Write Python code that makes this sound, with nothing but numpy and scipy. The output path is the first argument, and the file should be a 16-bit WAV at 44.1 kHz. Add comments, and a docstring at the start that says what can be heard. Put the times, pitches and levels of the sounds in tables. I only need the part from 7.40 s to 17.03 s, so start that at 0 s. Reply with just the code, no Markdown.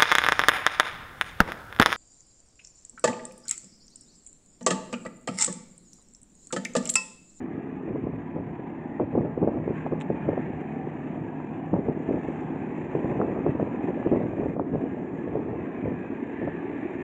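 """Gusts of wind buffet a small microphone in open country beside a railway line; far down the track
a diesel locomotive drones, throbs and brightens as it approaches, and once something ticks close by.
The wind is shaped noise that swells in gusts, with short pressure swings for single eddies.
The locomotive is a set of crankshaft harmonics plus noise modulated four times a turn.
A dull roar, a rushing and a faint hiss are noise bands that swell and flicker; the tick is three bursts."""
import sys
import numpy as np
from scipy import signal
from scipy.fft import rfft, irfft, next_fast_len
from scipy.io import wavfile
from scipy.ndimage import map_coordinates

SR = 44100
rng = np.random.default_rng(int(sys.argv[2]) if len(sys.argv) > 2 else 0)


def dump_mix(stems):
    """Bounce the given channels to the path in sys.argv[1] as a 16-bit WAV at rate SR."""
    frames = np.atleast_2d(stems).T  # one column per channel
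    limited = np.clip(frames, -1, 1)  # hard clip at full scale
    pcm = np.round(limited * 32767).astype(np.int16)
    wavfile.write(sys.argv[1], SR, pcm)


N = 424683  # length in samples

# Spectrum shape of wind noise at the microphone: [frequency_hz, relative_density_db]
WIND_SPECTRUM = [(20, -37.5), (35, -29.5), (65, -16), (110, -6.5), (180, -0.5), (310, 1.5), (440, -1.5),
                 (600, -6), (850, -15.5), (1200, -30.5), (1800, -45.5), (3000, -66)]
# Gusts as short puffs: [crest_s, relative_turbulence_db, half_length_s, rumble_db]
GUST_PUFFS = [(0.494, -41.5, 0.017, -36), (0.551, -40, .014, -41), (0.663, -41.5, 0.015, -35),
              (0.752, -45, .03, -38), (0.968, -42.5, .03, -45.5), (1.092, -45.5, .018, -40.5),
              (1.622, -37.5, .014, -38), (1.773, -34.5, .026, -39.5), (1.849, -34, .024, -38.5),
              (2.029, -34, .013, -37), (2.077, -35.5, .015, -36), (2.16, -36.5, 0.035, -36),
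              (2.292, -38, .019, -39), (2.537, -38.5, .022, -46), (2.706, -39, 0.0099, -45),
              (2.881, -42, .032, -40), (3.069, -45.5, .025, -52), (4.342, -36.5, .014, -37.5),
              (4.387, -35.5, .018, -39), (4.486, -37, .017, -36), (4.706, -36, 0.019, -39),
              (4.75, -34, .02, -41), (4.866, -43, .035, -43.5), (5.557, -38.5, .016, -41),
              (5.635, -36.5, .02, -47), (5.72, -37, .024, -42), (5.808, -34.5, .03, -36),
              (5.902, -37, 0.031, -52), (5.983, -37, .017, -46), (6.067, -34, .029, -36.5),
              (6.217, -38, .028, -40.5), (6.35, -42.5, 0.074, -49), (6.489, -39, 0.02, -41),
              (6.585, -41, 0.016, -46), (6.658, -33, .009, -41), (6.74, -30, .02, -34),
              (6.821, -36.5, 0.033, -42.5), (6.91, -38, 0.023, -47.5), (7.027, -37, .04, -40),
              (7.351, -35.5, .017, -36), (7.439, -40.5, .02, -45), (7.964, -40, .033, -40),
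              (8.135, -41, 0.037, -39), (8.468, -41, .038, -36.5), (8.597, -44.5, .03, -45),
              (9.031, -42.5, 0.016, -48.5)]
GUST_FALL_RATIO = 1.3  # a gust dies away this much more slowly than it builds
EDDY_HZ = 378  # pitch of a typical thump


def from_db(db):
    """Decibels to amplitude gain: 20 dB is a factor of ten."""
    return 10 ** (np.asarray(db) / 20)


def rms_one(x):
    """Normalisation to unit root-mean-square amplitude."""
    return x / np.sqrt(np.mean(x ** 2) + 1e-20)


def in_time(rows):
    """Linear interpolation of each column of a curve, at every sample."""
    s, *columns = np.transpose(rows)
    return [np.interp(np.arange(N) / SR, s, column) for column in columns]


def drift(rate_hz):
    """Low-passed noise of unit spread: a random change about rate_hz times a second."""
    step = 40  # samples between computed values
    warm_up = 2000
    pole = np.exp(-2 * np.pi * rate_hz * step / SR)
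    noise = rng.standard_normal(N // step + warm_up + 2)
    slow = signal.lfilter([1], [1, -2 * pole, pole * pole], noise)[warm_up:]
    return np.interp(np.arange(N) / step, np.arange(len(slow)), rms_one(slow))


def coloured(spectrum):
    """Spectral shaping: steady white noise weighted in frequency, rms 1."""
    hz, db = np.transpose(spectrum)
    size = next_fast_len(N)
    log_hz = np.log(np.arange(size // 2 + 1) * SR / size + 1)
    above = np.maximum(log_hz - np.log(hz[-1]), 0)
    below = np.maximum(np.log(hz[0]) - log_hz, 0)
    # outside the listed range the spectrum falls steadily, more steeply on the treble side
    gain = from_db(np.interp(log_hz, np.log(hz), db) - 50 * (above + below / 2))
    return rms_one(irfft(rfft(rng.standard_normal(size)) * gain, size)[:N])


def split(x, hz):
    """Complementary zero-phase crossover: the parts below and above hz sum to the whole."""
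    low = signal.sosfiltfilt(signal.butter(2, hz, fs=SR, output="sos"), x)
    return low, x - low


def hump(s, half_length_s, fall_ratio=1):
    """Gaussian envelope of height 1 with its crest at s; half_length_s is its standard deviation."""
    age = np.arange(N) / SR - s
    length = np.where(age < 0, half_length_s, half_length_s * fall_ratio)
    return np.exp(-np.minimum((age / length) ** 2 / 2, 20))


def through_air(x, depth_db, patch_hz, rate, size=1024):
    """Selective fading: shifting air paths make narrow patches of the spectrum swell and fade; rms 1."""
    hz, s, parts = signal.stft(x, SR, nperseg=size)
    chance = rng.standard_normal((800, 200))
    places = np.meshgrid(hz / patch_hz, s * rate, indexing="ij")
    fading = map_coordinates(chance, places, mode="mirror")
    faded = signal.istft(parts * from_db(depth_db * fading), SR, nperseg=size)[1]
    return rms_one(faded[:N])


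def wind_strength():
    """Power addition of incoherent flows: gusts over the breeze, as relative dB at every sample."""
    # steady breeze between gusts: [time_s, relative_turbulence_db]
    breeze = [(0, -55.5), (1.4, -55), (2.5, -47.5), (4.2, -51), (5.3, -45.5), (6.3, -43.5), (7.7, -47),
              (8.5, -47), (9.63, -53.5)]
    breeze_db, = in_time(breeze)
    power = from_db(breeze_db) ** 2
    for s, db, length, _ in GUST_PUFFS:
        power += (from_db(db) * hump(s, length, GUST_FALL_RATIO)) ** 2
    return 10 * np.log10(power)


def rumble_level(calm_db=-48.5, stretch=1.5):
    """Large eddies decay slowly: the bass of each gust outlasts its flutter; gain at every sample."""
    power = from_db(calm_db) ** 2
    for s, _, length, db in GUST_PUFFS:
        power = power + (from_db(db) * hump(s, length * stretch, GUST_FALL_RATIO)) ** 2
    return np.sqrt(power)


def turbulence(wind_db, split_hz=150, edge_hz=560, lumps_db=3.0, lump_rate=50, edge_lumps_db=4.0,
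               brighten=0.16, body_db=4.5, edge_db=-2.0, bass_lumps_db=2.5, bass_lump_rate=8):
    """Turbulent pressure noise: harder lumps of air reach higher in pitch, over a heaving rumble."""
    swing_db = wind_db - np.mean(wind_db)
    bass, rest = split(coloured(WIND_SPECTRUM), split_hz)
    body, edge = split(rest, edge_hz)
    lumps = 2 * np.tanh(drift(lump_rate) / 2)  # bounded, so no lump runs away
    edge = edge * from_db(edge_db + brighten * swing_db + edge_lumps_db * lumps)
    flutter = from_db(wind_db + body_db + lumps_db * lumps) * (body + edge)
    heave = from_db(bass_lumps_db * drift(bass_lump_rate))
    return flutter + rumble_level() * heave * rms_one(bass)


def hum(crank, order=17, beat_hz=6.3, partner_db=-8.5, waver_db=0.7):
    """Beating: a line at a multiple of the crank rate, with a weaker one just above it; rms 1."""
    angle = order * crank
    partner = np.cos(angle + 2 * np.pi * beat_hz * np.arange(N) / SR)
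    pair = np.cos(angle) + from_db(partner_db) * partner
    return rms_one(pair * from_db(waver_db * drift(0.82)))


def locomotive(lines_db=-1.0, chuff_db=-1.5, waver=0.3, wander=0.0015, throb=0.39, pivot_hz=260):
    """Periodic exhaust gives crank harmonics that waver in moving air; rough noise throbs four times a turn."""
    # course of the engine: [time_s, crank_turns_per_s, relative_drone_db, brightness_db_per_octave, hum_db]
    engine_course = [(0, 9.3, -36, -1.5, -48.5), (1.2, 9.13, -38.5, -1.5, -47.5),
                     (2.5, 9.14, -37.5, -5, -39.5), (3.7, 8.83, -36, -3.5, -42.5),
                     (5.2, 9, -35.5, 0.5, -45), (7.5, 9.24, -34.5, 4.5, -52), (8.5, 9.3, -36.5, 3, -46.5),
                     (9.63, 9.8, -36.5, 7.5, -54)]
    # exhaust harmonics: [multiple_of_crank_rate, relative_level_db]
    exhaust_lines = [(12, -14.5), (15, -9.5), (18, -7.5), (20, -5.5), (21, -11), (23, -10.5), (24, -4.5),
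                     (25, -4), (26, -2), (27, -6.5), (28, -2.5), (29, 0.5), (30, 1), (31, -1), (34, -6.5),
                     (35, -6), (36, 0.5), (37, -9.5), (38, -5.5), (39, -10), (40, -7), (41, -11.5),
                     (43, -8.5), (44, -13.5)]
    # spectrum shape of the rough exhaust noise: [frequency_hz, relative_density_db]
    chuff_spectrum = [(25, -36.5), (60, -19.5), (110, -11.5), (170, -5.5), (260, 0), (300, -2), (350, -3.5),
                      (450, -7.5), (560, -22), (900, -33.5)]
    speed, drone_db, bright_db, hum_db = in_time(engine_course)
    crank = 2 * np.pi * np.cumsum(speed * (1 + wander * drift(1.99))) / SR
    lines = np.zeros(N)
    phases = rng.uniform(0, 2 * np.pi, len(exhaust_lines))
    for (order, db), phase in zip(exhaust_lines, phases):
        angle = round(order) * crank + phase
        gain = from_db(db + bright_db * np.log2(order * speed / pivot_hz))
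        in_phase = (1 + waver * drift(2.4)) * np.cos(angle)
        quadrature = waver * drift(0.9) * np.sin(angle)
        lines += gain * (in_phase + quadrature)
    rough = through_air(coloured(chuff_spectrum), depth_db=3.0, patch_hz=40, rate=5.0)
    low, high = split(rough, pivot_hz)
    tilted = low * from_db(-bright_db / 2) + high * from_db(bright_db / 2)
    chuff = tilted * (1 + throb * np.cos(4 * crank))
    drone = from_db(lines_db) * rms_one(lines) + from_db(chuff_db) * rms_one(chuff)
    return from_db(drone_db) * drone + from_db(hum_db) * hum(crank)


def distance(roar_db=1.5, rush_db=-1.97, hiss_db=-4.5, flicker_db=1.5, hiss_flicker_db=1.0,
             top_hz=2700, top_follows=.35):
    """Propagation through moving air: roar, rushing and hiss swell; the rushing's top leans towards the hiss."""
    # levels of the far sound: [time_s, relative_roar_db, relative_rushing_db, relative_hiss_db]
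    far_levels = [(0, -49.5, -60.5, -89), (.8, -50, -60, -91), (2.25, -47, -60.5, -88.5),
                  (2.37, -44.5, -54, -81.5), (2.53, -46, -59.5, -86), (2.95, -46, -55, -85.5),
                  (3.35, -46.5, -57.5, -84.5), (4.45, -46.5, -60, -86.5), (4.9, -46.5, -55, -79.5),
                  (5.2, -46, -56.5, -83.5), (5.68, -42.5, -55, -79), (5.9, -43, -55.5, -83),
                  (6.6, -46, -56, -84), (7.65, -47.5, -57, -83), (8.2, -45.5, -54.5, -84.5),
                  (8.88, -49.5, -53, -82.5), (9.05, -51.5, -50, -84.5), (9.63, -45.5, -52.5, -80)]
    # gain of rushing and hiss, with an abrupt dip and recovery: [time_s, gain_db]
    dip_curve = [(7.143, 7.5), (7.152, -2), (7.225, -2), (7.26, 1), (7.33, 5)]
    # spectrum shape of the dull roar: [frequency_hz, relative_density_db]
    roar_spectrum = [(300, -9), (550, -2), (700, 2.5), (830, 3), (960, -1.5), (1100, -6.5), (1400, -14.5),
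                     (1800, -28.5)]
    # spectrum shape of the rushing: [frequency_hz, relative_density_db]
    rush_spectrum = [(1100, -4), (1440, -9.5), (1670, 1.5), (1900, -1.5), (2170, -5), (2480, -4.5),
                     (2850, -15.5), (3250, -23), (3550, -27), (4000, -35.5), (4900, -50)]
    # spectrum shape of the faint hiss: [frequency_hz, relative_density_db]
    hiss_spectrum = [(4900, -19), (5800, -4.5), (7200, 3.5), (7900, -8.5), (8900, -12.5), (10000, -27)]
    roar_level, rush_level, hiss_level = in_time(far_levels)
    dip_db, = in_time(dip_curve)
    roar = through_air(coloured(roar_spectrum), depth_db=3.2, patch_hz=45, rate=3.5)
    rush = through_air(coloured(rush_spectrum), depth_db=2.4, patch_hz=80, rate=10.0)
    hiss = through_air(coloured(hiss_spectrum), depth_db=2.0, patch_hz=200, rate=20.0)
    body, top = split(rush, top_hz)
    bright_db = hiss_level - rush_level
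    rush = body + top * from_db(top_follows * (bright_db - np.mean(bright_db)))
    air = from_db(rush_level + rush_db) * rush
    air += from_db(hiss_level + hiss_db + hiss_flicker_db * drift(50)) * hiss
    return from_db(roar_level + roar_db) * roar + air * from_db(dip_db + flicker_db * drift(63))


def small_eddies(wind_db, count=240, rate_per_s=9, over_wind_db=14.5, spread_db=2.5, top_db=-24.5,
                 pitch_spread_octaves=0.49):
    """Random thinning: lesser eddies, more frequent and harder in gusts: [time_s, relative_peak_db, pitch_hz]."""
    when, luck = rng.random((count, 2)).T
    strength, pitch = rng.standard_normal((count, 2)).T
    local_db = wind_db[(when * N).astype(int)]
    chance = rate_per_s * N / SR / count * from_db((local_db - np.mean(wind_db)) / 2)
    peak_db = np.minimum(local_db + over_wind_db + spread_db * strength, top_db)
    rows = np.transpose([when * N / SR, peak_db, EDDY_HZ * 2 ** (pitch_spread_octaves * pitch)])
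    return list(rows[luck < chance])


def buffets(wind_db, level_db=-2.0, cycles=0.38, crack_hz=900, crack_s=.00044, crack_db=-20.5,
            crack_db_per_octave=17, crack_follows=0.15, wake_db=-13.0, wake_s=0.012, lead_s=0.005,
            boom_db=-23.0, boom_s=0.019, boom_hz=210, low_cut_hz=85, edge_hz=480, edge_db_per_octave=6.0):
    """Eddy impact: a quick pressure swing with a flank, in a churn brighter for quick eddies, longest in bass."""
    # hardest eddies to hit the port: [time_s, relative_peak_db, pitch_hz]
    hard_eddies = [(.182, -21, 240), (.504, -23, 230), (.561, -21, 420), (.641, -16, 300),
                   (.672, -17.5, 400), (.676, -19, 250), (.965, -19, 300), (1.002, -20.5, 280),
                   (1.195, -21.5, 240), (1.599, -15.5, 625), (1.604, -15, 450), (1.611, -13, 350),
                   (1.615, -18.5, 430), (1.623, -29, 480), (1.633, -21, 300), (1.754, -10, 410),
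                   (1.778, -7.5, 367), (1.786, -18.5, 520), (1.81, -15.5, 270), (1.85, -17.5, 395),
                   (1.874, -22, 276), (1.978, -12.5, 360), (2.019, -15, 270), (2.029, -10.5, 393),
                   (2.035, -17, 420), (2.047, -15, 340), (2.076, -8.5, 412), (2.089, -18.5, 324),
                   (2.16, -16.5, 260), (2.172, -14.5, 433), (2.279, -13, 400), (2.292, -18, 350),
                   (2.308, -15, 348), (2.465, -16, 560), (2.524, -12.5, 420), (2.58, -17, 342),
                   (2.703, -9.5, 390), (2.748, -18, 257), (2.89, -10, 419), (2.932, -17, 460),
                   (2.978, -14.5, 500), (3.284, -25.5, 290), (3.398, -23, 260), (3.473, -19, 370),
                   (4.335, -11, 300), (4.34, -10.5, 521), (4.353, -14, 263), (4.366, -22, 520),
                   (4.39, -14.5, 310), (4.487, -9, 390), (4.497, -13.5, 248), (4.515, -27, 400),
                   (4.574, -20.5, 330), (4.603, -19, 280), (4.691, -11.5, 298.6), (4.711, -15, 380),
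                   (4.744, -13.5, 330), (4.773, -15.5, 400), (4.888, -20, 380), (5.553, -11.5, 424),
                   (5.592, -18, 390), (5.646, -13.5, 352), (5.707, -13.5, 289.2), (5.802, -9.5, 400),
                   (5.822, -16, 334), (5.833, -20, 330), (5.849, -18, 320), (5.931, -17, 297),
                   (5.99, -16, 383.3), (6.048, -15.5, 293), (6.065, -9.5, 510), (6.082, -12.5, 305),
                   (6.094, -11, 234), (6.153, -14, 281.7), (6.199, -12.5, 480), (6.229, -12, 312.6),
                   (6.443, -15, 252), (6.487, -20, 366.8), (6.497, -17, 270), (6.664, -13.5, 310),
                   (6.672, -10.5, 405.4), (6.717, -11, 290), (6.723, -15.5, 480), (6.727, -7.5, 350),
                   (6.738, -10, 362), (6.761, -12, 480), (6.775, -15, 304), (6.806, -18, 398),
                   (6.999, -17, 290.6), (7.035, -16.5, 460), (7.06, -19, 393), (7.167, -18.5, 482.4),
                   (7.197, -12.5, 610), (7.2, -19, 330), (7.209, -20, 370), (7.337, -19, 430),
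                   (7.349, -13.5, 349.8), (7.357, -19.5, 480), (7.439, -16.5, 277.2), (7.877, -16, 336),
                   (7.956, -15.5, 449.8), (7.993, -18, 362.5), (8.442, -24, 400), (8.459, -17.5, 460),
                   (8.52, -21, 323), (9.017, -17, 336), (9.03, -18.5, 353), (9.077, -12, 460)]
    eddies = hard_eddies + small_eddies(wind_db)
    t = np.arange(N) / SR
    thumps, wake, spray, boom = np.zeros((4, N))
    body, edge = split(coloured(WIND_SPECTRUM), edge_hz)
    bass, _ = split(coloured(WIND_SPECTRUM), boom_hz)
    for (s, db, hz), phase in zip(eddies, rng.uniform(0, 2 * np.pi, len(eddies))):
        near = slice(max(int((s - .15) * SR), 0), int((s + .15) * SR))
        age, octaves, peak = t[near] - s, np.log2(hz / EDDY_HZ), from_db(db)
        swing = np.cos(2 * np.pi * hz * age + phase) / np.cosh(age * hz / cycles)
        flank_hz = crack_hz * (hz / EDDY_HZ) ** crack_follows
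        flank = np.cos(2 * np.pi * flank_hz * age + phase) / np.cosh(age / crack_s)
        # a quicker eddy has a steeper flank
        thumps[near] += peak * (swing + from_db(crack_db + crack_db_per_octave * octaves) * flank)
        # overlapping wakes add in power
        churn = peak * np.exp(-np.maximum(age / wake_s, -age / lead_s))
        wake[near] = np.hypot(wake[near], churn)
        spray[near] = np.hypot(spray[near], churn * from_db(edge_db_per_octave * octaves))
        slow_churn = peak * np.exp(-np.maximum(age / boom_s, -age / lead_s / 2))
        boom[near] = np.hypot(boom[near], slow_churn)
    out = from_db(level_db) * split(thumps, low_cut_hz)[1]
    out += from_db(wake_db) * (wake * body + spray * edge)
    return out + from_db(boom_db) * boom * rms_one(bass)


def swells(edge=1.6, sag_hz_per_s=110):
    """Narrow-band noise on a gliding carrier: the far sound briefly rings in a band that sinks in pitch."""
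    # ringing bands: [crest_s, centre_hz, width_hz, crest_rms_db, half_length_s]
    ringing_bands = [(1.102, 949, 70, -53, .3), (1.55, 1890, 200, -55, 0.047), (2.393, 2570, 600, -58, .04),
                     (2.972, 1810, 222, -53, 0.088), (3.0, 1600, 90.4, -64, .08),
                     (3.198, 781, 219, -47, 0.19), (5.03, 1610, 110, -58, 0.09),
                     (5.148, 880, 200, -51.5, 0.29), (5.7, 1810, 129, -55.5, 0.07),
                     (5.866, 2610, 113, -57, 0.024), (6.617, 1705, 30.06, -54, 0.052),
                     (7.45, 1660, 69.3, -57, 0.13), (9.075, 1760, 219, -50.5, .11),
                     (9.154, 880, 172, -52, .35), (9.502, 2380, 250, -55, 0.069)]
    t, out, size = np.arange(N) / SR, np.zeros(N), next_fast_len(N)
    grid = np.fft.fftfreq(size, 1 / SR)
    for s, hz, width_hz, db, length in ringing_bands:
        shape = 1 / (1 + (2 * grid / width_hz) ** 2) ** edge
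        band = np.fft.ifft(np.exp(2j * np.pi * rng.random(size)) * shape)[:N]
        phase = 2 * np.pi * (hz * t - sag_hz_per_s * (t - s) ** 2 / 2)
        ringing = rms_one(np.real(band * np.exp(1j * phase)))
        out += from_db(db) * ringing * hump(s, length)
    return out


def tick(rise_s=0.0009, split_hz=5000):
    """Impulsive contact: three tiny dry noise bursts in quick succession, the first the thinnest."""
    # contacts: [time_s, level_db, decay_s, extra_treble_db]
    contacts = [(2.604, -54, 0.0016, 15), (2.6117, -35, 0.0016, -3), (2.618, -43.5, 0.0045, 0)]
    # spectrum shape of a contact: [frequency_hz, relative_density_db]
    contact_spectrum = [(1000, 2), (2500, 12.5), (3700, 5), (4400, -14), (4950, -34), (5500, -7),
                        (6000, -13), (7400, -2), (9400, -11.5), (10800, -25)]
    t, out = np.arange(N) / SR, np.zeros(N)
    body, treble = split(coloured(contact_spectrum), split_hz)
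    for s, db, decay, treble_db in contacts:
        shape = np.exp(-np.minimum(np.maximum((t - s) / decay, (s - t) / rise_s), 20))
        out += from_db(db) * shape * (body + from_db(treble_db) * treble)
    return out


def scene():
    """Superposition: wind at the microphone over the far sounds of the line and the tick."""
    wind_db = wind_strength()
    surroundings = locomotive() + distance() + swells() + tick()
    return (surroundings + turbulence(wind_db) + buffets(wind_db))[None]


def record(dry):
    """Band limiting: short fades at both ends, then a steep low-pass, 70 dB down from 11.5 kHz up."""
    ends = signal.windows.tukey(N, .012 * SR / N)  # 6 ms fade at each end
    low_pass = signal.cheby2(12, 70, 11500, fs=SR, output="sos")
    return signal.sosfilt(low_pass, dry * ends)


dry = scene()
out = record(dry)
dump_mix(out)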